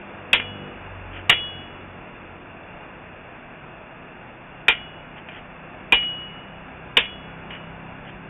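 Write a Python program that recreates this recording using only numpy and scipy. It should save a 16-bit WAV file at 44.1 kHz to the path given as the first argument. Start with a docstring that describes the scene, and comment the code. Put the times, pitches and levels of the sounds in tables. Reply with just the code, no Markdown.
"""A motorbike passes an open village forge as a sledge drives a hand-held chisel into a red-hot steel bar.
Two heavy blows fall early, three more after a pause: noise bursts and damped modes clank, thud and ring.
Scrapes and light taps of the tools, shaped noise and the same modes, come between and after the blows.
A heavier engine, a sum of harmonics, gathers speed throughout over village noise and a fan's wavering sine.
The narrow-band microphone overloads on the blows by clipping."""
import sys
import numpy as np
from scipy import signal
from scipy.fft import irfft
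from scipy.io import wavfile
from scipy.ndimage import uniform_filter1d

SR = 44100
rng = np.random.default_rng(int(sys.argv[2]) if len(sys.argv) > 2 else 0)


def generate_wav(sig):
    """Save sig (samples, or channels by samples) to the path in sys.argv[1] as 16-bit PCM at SR."""
    pcm = np.round(np.clip(np.atleast_2d(sig).T, -1, 1) * 32767).astype(np.int16)
    wavfile.write(sys.argv[1], SR, pcm)


N = 365809

# spectrum of the village's hum and of tyre noise: frequency_hz, relative level_db
VILLAGE_SPECTRUM = [(12, -26.5), (24, -8), (55, -4.5), (85, -11), (170, -5), (470, -8), (700, -5.5),
                    (1100, -10), (1650, -9), (1970, -14.5), (2780, -10.5), (3080, -29), (3540, -23.5),
                    (3800, -81)]
# spectrum of a light touch of steel on scale: frequency_hz, relative level_db
TOUCH_SPECTRUM = [(100, -12), (400, -7), (1000, -7.5), (1750, 1), (2500, 0), (2950, 2.5), (3350, -5),
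                  (3750, -35)]
# pitches of the two long tones of the steel
LOW_HZ, HIGH_HZ = 2912.6, 3370.8


def undb(db):
    """Amplitude ratio: 20 dB is a factor of ten."""
    return 10 ** (np.asarray(db) / 20)


def unit(x):
    """Normalization: scale to an rms of 1."""
    return x / np.sqrt(np.mean(x ** 2))


def noise(colour, size, tilt_db=0):
    """Spectral shaping: random phases under a (Hz, dB) curve, tilted in dB per octave, rms 1."""
    hz, db = np.transpose(colour)
    bin_hz = np.arange(size // 2 + 1) * SR / size
    octave = np.log2(np.maximum(bin_hz, 1))
    gain = undb(np.interp(octave, np.log2(hz), db + tilt_db * np.log2(hz)))
    phases = np.exp(2j * np.pi * rng.random(len(gain)))
    return unit(irfft(gain * phases, size))


def walk(rate):
    """Slow random modulation: levels held 1 / rate s, smoothed by two moving averages, rms 1."""
    hold = int(SR / rate)
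    held = np.repeat(rng.standard_normal(N // hold + 1), hold)
    smoothed = uniform_filter1d(uniform_filter1d(held, hold), hold)
    return unit(smoothed[:N])


def bell(x, centre, width, db):
    """Gaussian weighting: a rounded rise or dip in dB around a centre."""
    return db * np.exp(-((x - centre) / width) ** 2)


def fade(t, t60):
    """Exponential decay: 60 dB down after t60."""
    return np.exp(-np.log(1000) * t / t60)


def ring(t, modes):
    """Modal superposition: damped sines of (Hz, dB, t60) modes at random phases."""
    total = 0
    for hz, db, t60 in modes:
        total = total + undb(db) * fade(t, t60) * np.sin(2 * np.pi * (hz * t + rng.random()))
    return total


def add(out, s, sound):
    """Linear superposition: mix a sound in at time s."""
    start = int(s * SR)
    out[start:start + len(sound)] += sound[:N - start]


def village(waver_db=0.48, wall_db=-17):
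    """Comb filtering: far traffic and air, two separately swelling washes of noise, echo off the yard walls."""
    hum_db = -40.5
    lull = (4, 2.4, -1.3)  # between the two vehicles: centre_s, width_s, change_db
    washes = sum(noise(VILLAGE_SPECTRUM, N) * undb(waver_db * walk(rate)) for rate in (3, 12))
    lags = rng.integers(SR // 300, SR // 25, size=6)  # samples
    walls = sum(np.roll(washes, lag) for lag in lags)
    level_db = hum_db + bell(np.arange(N) / SR, *lull)
    return unit(washes + undb(wall_db) * walls) * undb(level_db)


def whine(hz=644, wobble=0.0032, flutter_db=3):
    """Frequency and amplitude modulation: the faint wavering note of a small fan, swelling once."""
    steady_db = -63.5
    swell = (3.7, 1.5, 6.2)  # centre_s, width_s, rise_db
    cycles = np.cumsum(hz * (1 + wobble * walk(5))) / SR
    level_db = steady_db + bell(np.arange(N) / SR, *swell)
    return undb(level_db + flutter_db * walk(2.3)) * np.sin(2 * np.pi * cycles)


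def engine(firing_hz, orders, rasp_db=0, boom_db=0, wobble=.004, flutter_db=2):
    """Harmonic series: multiples of the firing rate, each fluttering on its way through the street."""
    cycles = np.cumsum(firing_hz * (1 + wobble * walk(9))) / SR
    total_rms = np.sqrt(sum(undb(db) ** 2 for _, db in orders) / 2)
    out = np.zeros(N)
    for multiple, db in orders:
        beam_db = rasp_db if multiple > 2 else boom_db
        level_db = db + flutter_db * walk(8) + beam_db
        out += undb(level_db) * np.sin(2 * np.pi * (multiple * cycles + rng.random()))
    return out / total_rms


def truck():
    """Harmonic sweep: a heavy engine's firing rate and level climb throughout, over a deep noise rumble."""
    # harmonics of the exhaust: multiple, relative level_db
    truck_orders = [(2, -9), (3, -6.5), (4, -3.5), (5, 2), (6, -1), (8, -7), (11, -16.5), (12, -12)]
    # spectrum of the rumble: frequency_hz, relative level_db
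    rumble_spectrum = [(20, -18), (40, -2), (54, -1.5), (80, -11), (160, -28.5), (600, -74)]
    start_hz, rise_hz_per_s, cruise_hz = 28.13, 0.585, 33.55
    cruise_db, growth_db_per_s = -41, 1.95
    rumble_db = -10.5  # against the exhaust
    t = np.arange(N) / SR
    # cruising lies beyond the end of the scene
    to_cruise_s = np.maximum((cruise_hz - start_hz) / rise_hz_per_s - t, 0)
    firing_hz = cruise_hz - rise_hz_per_s * to_cruise_s
    exhaust = engine(firing_hz, truck_orders, wobble=.004, flutter_db=1.7)
    rumble = undb(rumble_db) * noise(rumble_spectrum, N)
    return (exhaust + rumble) * undb(cruise_db - growth_db_per_s * to_cruise_s)


def motorbike(falloff=0.87):
    """Doppler shift, spreading loss and directivity: a pass-by drops in pitch, its rasp yielding to a boom."""
    # harmonics of the exhaust: multiple, relative level_db
    bike_orders = [(1, -8), (2, -1), (3, -3.5), (4, -3), (5, -3.5), (6, -7), (7, -2), (8, -9), (9, -9),
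                   (10, -5)]
    rest_firing_hz, exhaust_db, tyres_db = 47.96, -40.5, -45  # levels before beaming, when nearest
    nearest_s, speed_m_s, road_m = 0.85, 16.3, 6.6
    # directivity: bearing from -1 coming to 1 going, width in bearing, change_db
    boom_lobe = (0.46, 0.34, 5)  # the two lowest harmonics, after it passes
    rasp_lobe = (-0.41, 0.24, 10)  # the upper harmonics, as it comes
    rasp_shadow = (0.1, 0.6, -14.5)  # their gap to the side
    leaving_lobe = (0.92, 0.05, 4.2)  # the whole exhaust, further down the road
    along_m = speed_m_s * (np.arange(N) / SR - nearest_s)
    distance_m = np.hypot(along_m, road_m)
    bearing = along_m / distance_m
    doppler = 1 - speed_m_s * bearing / 343  # speed of sound in m/s
    rasp_db = bell(bearing, *rasp_lobe) + bell(bearing, *rasp_shadow)
    boom_db = bell(bearing, *boom_lobe)
    exhaust = engine(rest_firing_hz * doppler, bike_orders, rasp_db, boom_db, wobble=0.0018, flutter_db=3.5)
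    beamed = undb(exhaust_db + bell(bearing, *leaving_lobe)) * exhaust
    tyres = undb(tyres_db) * noise(VILLAGE_SPECTRUM, N)
    return (beamed + tyres) * (road_m / distance_m) ** falloff


def scrapes(grit_db=2.0, grain_s=0.0049):
    """Stick-slip friction: the chisel edge catches and slips on flakes of scale."""
    # strokes over the bar: start_s, length_s, level_db
    strokes = [(1.09, 0.16, -41), (5.147, 0.075, -44), (5.279, 0.15, -42), (7.482, .125, -39.5),
               (8.03, 0.1, -43)]
    out = np.zeros(N)
    for s, length_s, db in strokes:
        size, grain = int(length_s * SR), max(int(grain_s * SR), 2)
        catches = np.repeat(undb(grit_db * rng.standard_normal(size // grain + 1)), grain)[:size]
        grit = unit(catches * noise(TOUCH_SPECTRUM, size))
        add(out, s, undb(db) * grit * signal.windows.hann(size))
    return out


def clank(t, parts_db, detune=0.0021):
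    """Modal detuning: the stack is pressed together differently each time, which shifts its damped modes."""
    # modes of sledge, chisel, bar and anvil: frequency_hz, relative level_db, t60_s, part that rings
    stack_modes = [(48, -22.5, 0.24, "anvil"), (187.8, -22.5, 0.12, "anvil"), (396, -9, 0.06, "anvil"),
                   (469.7, -8.5, 0.1, "anvil"), (800, -15.5, 0.09, "anvil"), (942, -9, 0.081, "anvil"),
                   (1054, -14, 0.08, "anvil"), (1404, -10.5, 0.14, "bar"), (1616, -13, 0.066, "bar"),
                   (1767, -5, 0.1, "bar"), (1933, -18, 0.26, "chisel"), (2060, -9.5, 0.16, "bar"),
                   (2157, -10, 0.23, "sledge"), (2160, -15.5, .16, "sledge"), (2375, -9.5, 0.24, "sledge"),
                   (2390, -5, 0.19, "sledge"), (2400, -10.5, 0.17, "sledge"), (2400, -1.5, .15, "sledge"),
                   (2494, -8, 0.062, "sledge"), (2520, -6, 0.09, "sledge"), (2560, -10, .14, "chisel"),
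                   (2830, -16.5, 0.11, "sledge"), (2820, -2, 0.11, "chisel"), (3136, -7, 0.16, "chisel"),
                   (3292, -12, 0.14, "sledge"), (3680, -10, 0.079, "bar")]
    shifts = 1 + detune * rng.standard_normal(len(stack_modes))
    shifted = []
    for (hz, db, t60, part), shift in zip(stack_modes, shifts):
        shifted.append((hz * shift, db + parts_db.get(part, 0), t60))
    return ring(t, shifted)


def tone(t, hz, t60):
    """Double decay and beating: a lasting mode, with an extra part that is quicker if t60 is long."""
    # the tools still press on the steel and damp the extra part
    pressed_db, pressed_t60 = 0, 0.75
    beat_hz, beat_share = 6.3, 0.14
    beat = 1 + beat_share * np.cos(2 * np.pi * beat_hz * t)
    pressed = undb(pressed_db) * fade(t, pressed_t60) / fade(t, max(t60, pressed_t60))
    return ring(t, [(hz, 0, t60)]) * beat * (1 + pressed)


def taps(tick_db=-2, tick_t60=0.033, clank_db=-12, echo_db=-17, echo_t60=0.16, dull_hz=3100, anvil_db=-14):
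    """Contact excitation: light touches stir the modes and low tone; the yard smears them a little."""
    # rebounds and taps: start_s, level_db, low_tone_db, low_tone_t60_s, rise_s (longer sounds softer)
    touches = [(0.389, -33, -51, 0.18, 0.0011), (0.3972, -15.5, -51, .2, 0.0012),
               (0.423, -39, -60, .2, 0.0021), (4.6971, -10.5, -61, .2, 0.0011), (4.723, -20, -60, .2, .001),
               (5.2863, -29.5, -61, .3, 0.00054), (5.344, -44, -66.5, .3, .003),
               (5.382, -34, -57, .3, 0.0025), (6.026, -25.5, -53, 0.32, .0008),
               (6.9920, -17, -56, 0.23, 0.00051), (7.033, -30, -38, 0.22, 0.0026),
               (7.504, -25.5, -43, 0.61, 0.0011), (7.551, -41, -48, .3, .003), (8.062, -43, -64, .3, .008)]
    out, t = np.zeros(N), np.arange(SR) / SR
    dull = signal.butter(6, dull_hz, fs=SR, output="sos")
    for s, db, low_db, low_t60, rise_s in touches:
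        tick = undb(tick_db) * fade(t, tick_t60) * noise(TOUCH_SPECTRUM, len(t))
        echo = undb(echo_db) * fade(t, echo_t60) * noise(TOUCH_SPECTRUM, len(t))
        body = undb(clank_db) * clank(t, {"anvil": anvil_db})
        clink = signal.sosfilt(dull, undb(db) * (tick + echo + body))
        low_tone = undb(low_db) * tone(t, LOW_HZ, low_t60)
        add(out, s, (1 - np.exp(-t / rise_s)) * (clink + low_tone))
    return out


def slaps(sound, count=8):
    """Early reflections: ground, posts and walls return delayed copies, weaker the farther they travel."""
    nearest_s, farthest_s, together_db = .012, .042, -13.5
    delays = nearest_s + (farthest_s - nearest_s) * (np.arange(count) + rng.random(count)) / count
    gains = undb(together_db) / delays / np.linalg.norm(1 / delays)
    out = np.zeros(len(sound))
    for s, gain in zip(delays, gains):
        lag = int(s * SR)
        out[lag:] += gain * sound[:len(sound) - lag]
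    return out


def blows(crack_db=1, crack_t60=0.017, bite_db=1, thud_db=-12.5, thud_t60=0.12, clank_db=-7.0,
          echo_db=-21.5, rise_s=0.00039, echo_rise_s=0.0048, lumpy_db=3.0):
    """Impact excitation: crack, pitched bite, anvil thud and clank, then two lasting tones and the yard's echo."""
    # sledge blows: start_s, force_db, thud_db, anvil_db, bar_db, chisel_db, sledge_db, low_tone_db,
    # low_tone_t60_s, high_tone_db, echo_db, echo_t60_s, brightness_db_per_octave, bite_pitch_hz, sink_s
    strikes = [(0.3299, -0.5, -5.5, -9, -4.5, -7, -8, -35, 1.33, -40.5, 5.5, 0.24, 4, 2579, 0.0043),
               (1.2950, -3, -3, -3, 0.5, -5.5, -5, -25, 0.88, -29.5, 9.5, 0.24, -4, 2835, 0.0069),
               (4.6820, -3, -3.5, -3, -0.5, -2, -1.5, -37, 1.13, -46.5, 6, 0.23, 0.5, 2353, 0.006),
               (5.922, -2.5, -1, 0.5, -6, -2, -3.5, -20.5, 1.1, -43, 6, 0.26, 3.5, 2457, 0.005),
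               (6.969, -2.5, -2.5, 0, -21, -2, -4, -37, 0.9, -38.5, 6, 0.26, 0.5, 2953, .0055)]
    # spectra of the contact, the thud and the yard's echo: frequency_hz, relative level_db
    crack_spectrum = [(300, -35), (1300, -14), (1900, -2.5), (2400, -2), (3000, -4), (3600, -7),
                      (4500, -16)]
    thud_spectrum = [(30, -6), (100, -4.5), (250, -4), (430, -2.5), (900, 5), (1250, -1.5), (2500, -18.5)]
    echo_spectrum = [(100, -6.5), (450, -6.5), (1200, -13), (1800, -1.5), (2350, 1), (2900, 6.5),
                     (3400, -2), (4000, -26.5)]
    high_t60 = 0.79
    out, t = np.zeros(N), np.arange(int(SR * 2)) / SR
    for (s, force_db, weight_db, anvil_db, bar_db, chisel_db, sledge_db, low_db, low_t60, high_db,
         yard_db, yard_t60, bright_db, bite_hz, sink_s) in strikes:
        # full strength while the chisel sinks in, then decay
        crush = fade(np.maximum(t - sink_s, 0), crack_t60)
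        crack = undb(crack_db) * crush * noise(crack_spectrum, len(t), bright_db)
        # the chisel springs against the bar, at a pitch that depends on how it is seated
        bite = undb(bite_db) * crush * np.sin(2 * np.pi * bite_hz * t)
        thud = undb(thud_db + weight_db) * fade(t, thud_t60) * noise(thud_spectrum, len(t))
        parts_db = {"anvil": anvil_db, "bar": bar_db, "chisel": chisel_db, "sledge": sledge_db}
        body = undb(clank_db) * clank(t, parts_db)
        # how much the steel sings depends on how squarely it is hit
        low_tone = undb(low_db) * tone(t, LOW_HZ, low_t60)
        high_tone = undb(high_db) * tone(t, HIGH_HZ, high_t60)
        # sacks and clutter scatter the echo back in uneven lumps
        lumps = unit(undb(lumpy_db * walk(250)[:len(t)]))
        echo_envelope = (1 - np.exp(-t / echo_rise_s)) * fade(t, yard_t60)
        echo = undb(echo_db + yard_db) * echo_envelope * lumps * noise(echo_spectrum, len(t))
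        impact = undb(force_db) * (crack + bite + thud + body + slaps(crack) + echo)
        # each blow rises over a fraction of a millisecond
        add(out, s, (1 - np.exp(-t / rise_s)) * (impact + low_tone + high_tone))
    return out


def scene():
    """Superposition of sources: the village and road behind, the smithing close by."""
    background = village() + whine() + truck() + motorbike()
    smithing = scrapes() + taps() + blows()
    return (background + smithing)[None]


def record(dry, headroom=0.62):
    """Nonlinear distortion: overload, a narrow band that smooths it, then overshoots clip with a spit of treble."""
    mic_hz, recorder_hz = 3680, 16000  # upper band edges
    full_scale = .71
    overloaded = np.clip(dry, -headroom, headroom)
    narrow = signal.sosfilt(signal.ellip(8, .3, 75, mic_hz, fs=SR, output="sos"), overloaded)
    clipped = np.clip(narrow, -full_scale, full_scale)
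    return signal.sosfilt(signal.ellip(8, .2, 70, recorder_hz, fs=SR, output="sos"), clipped)


dry = scene()
out = record(dry)
generate_wav(out)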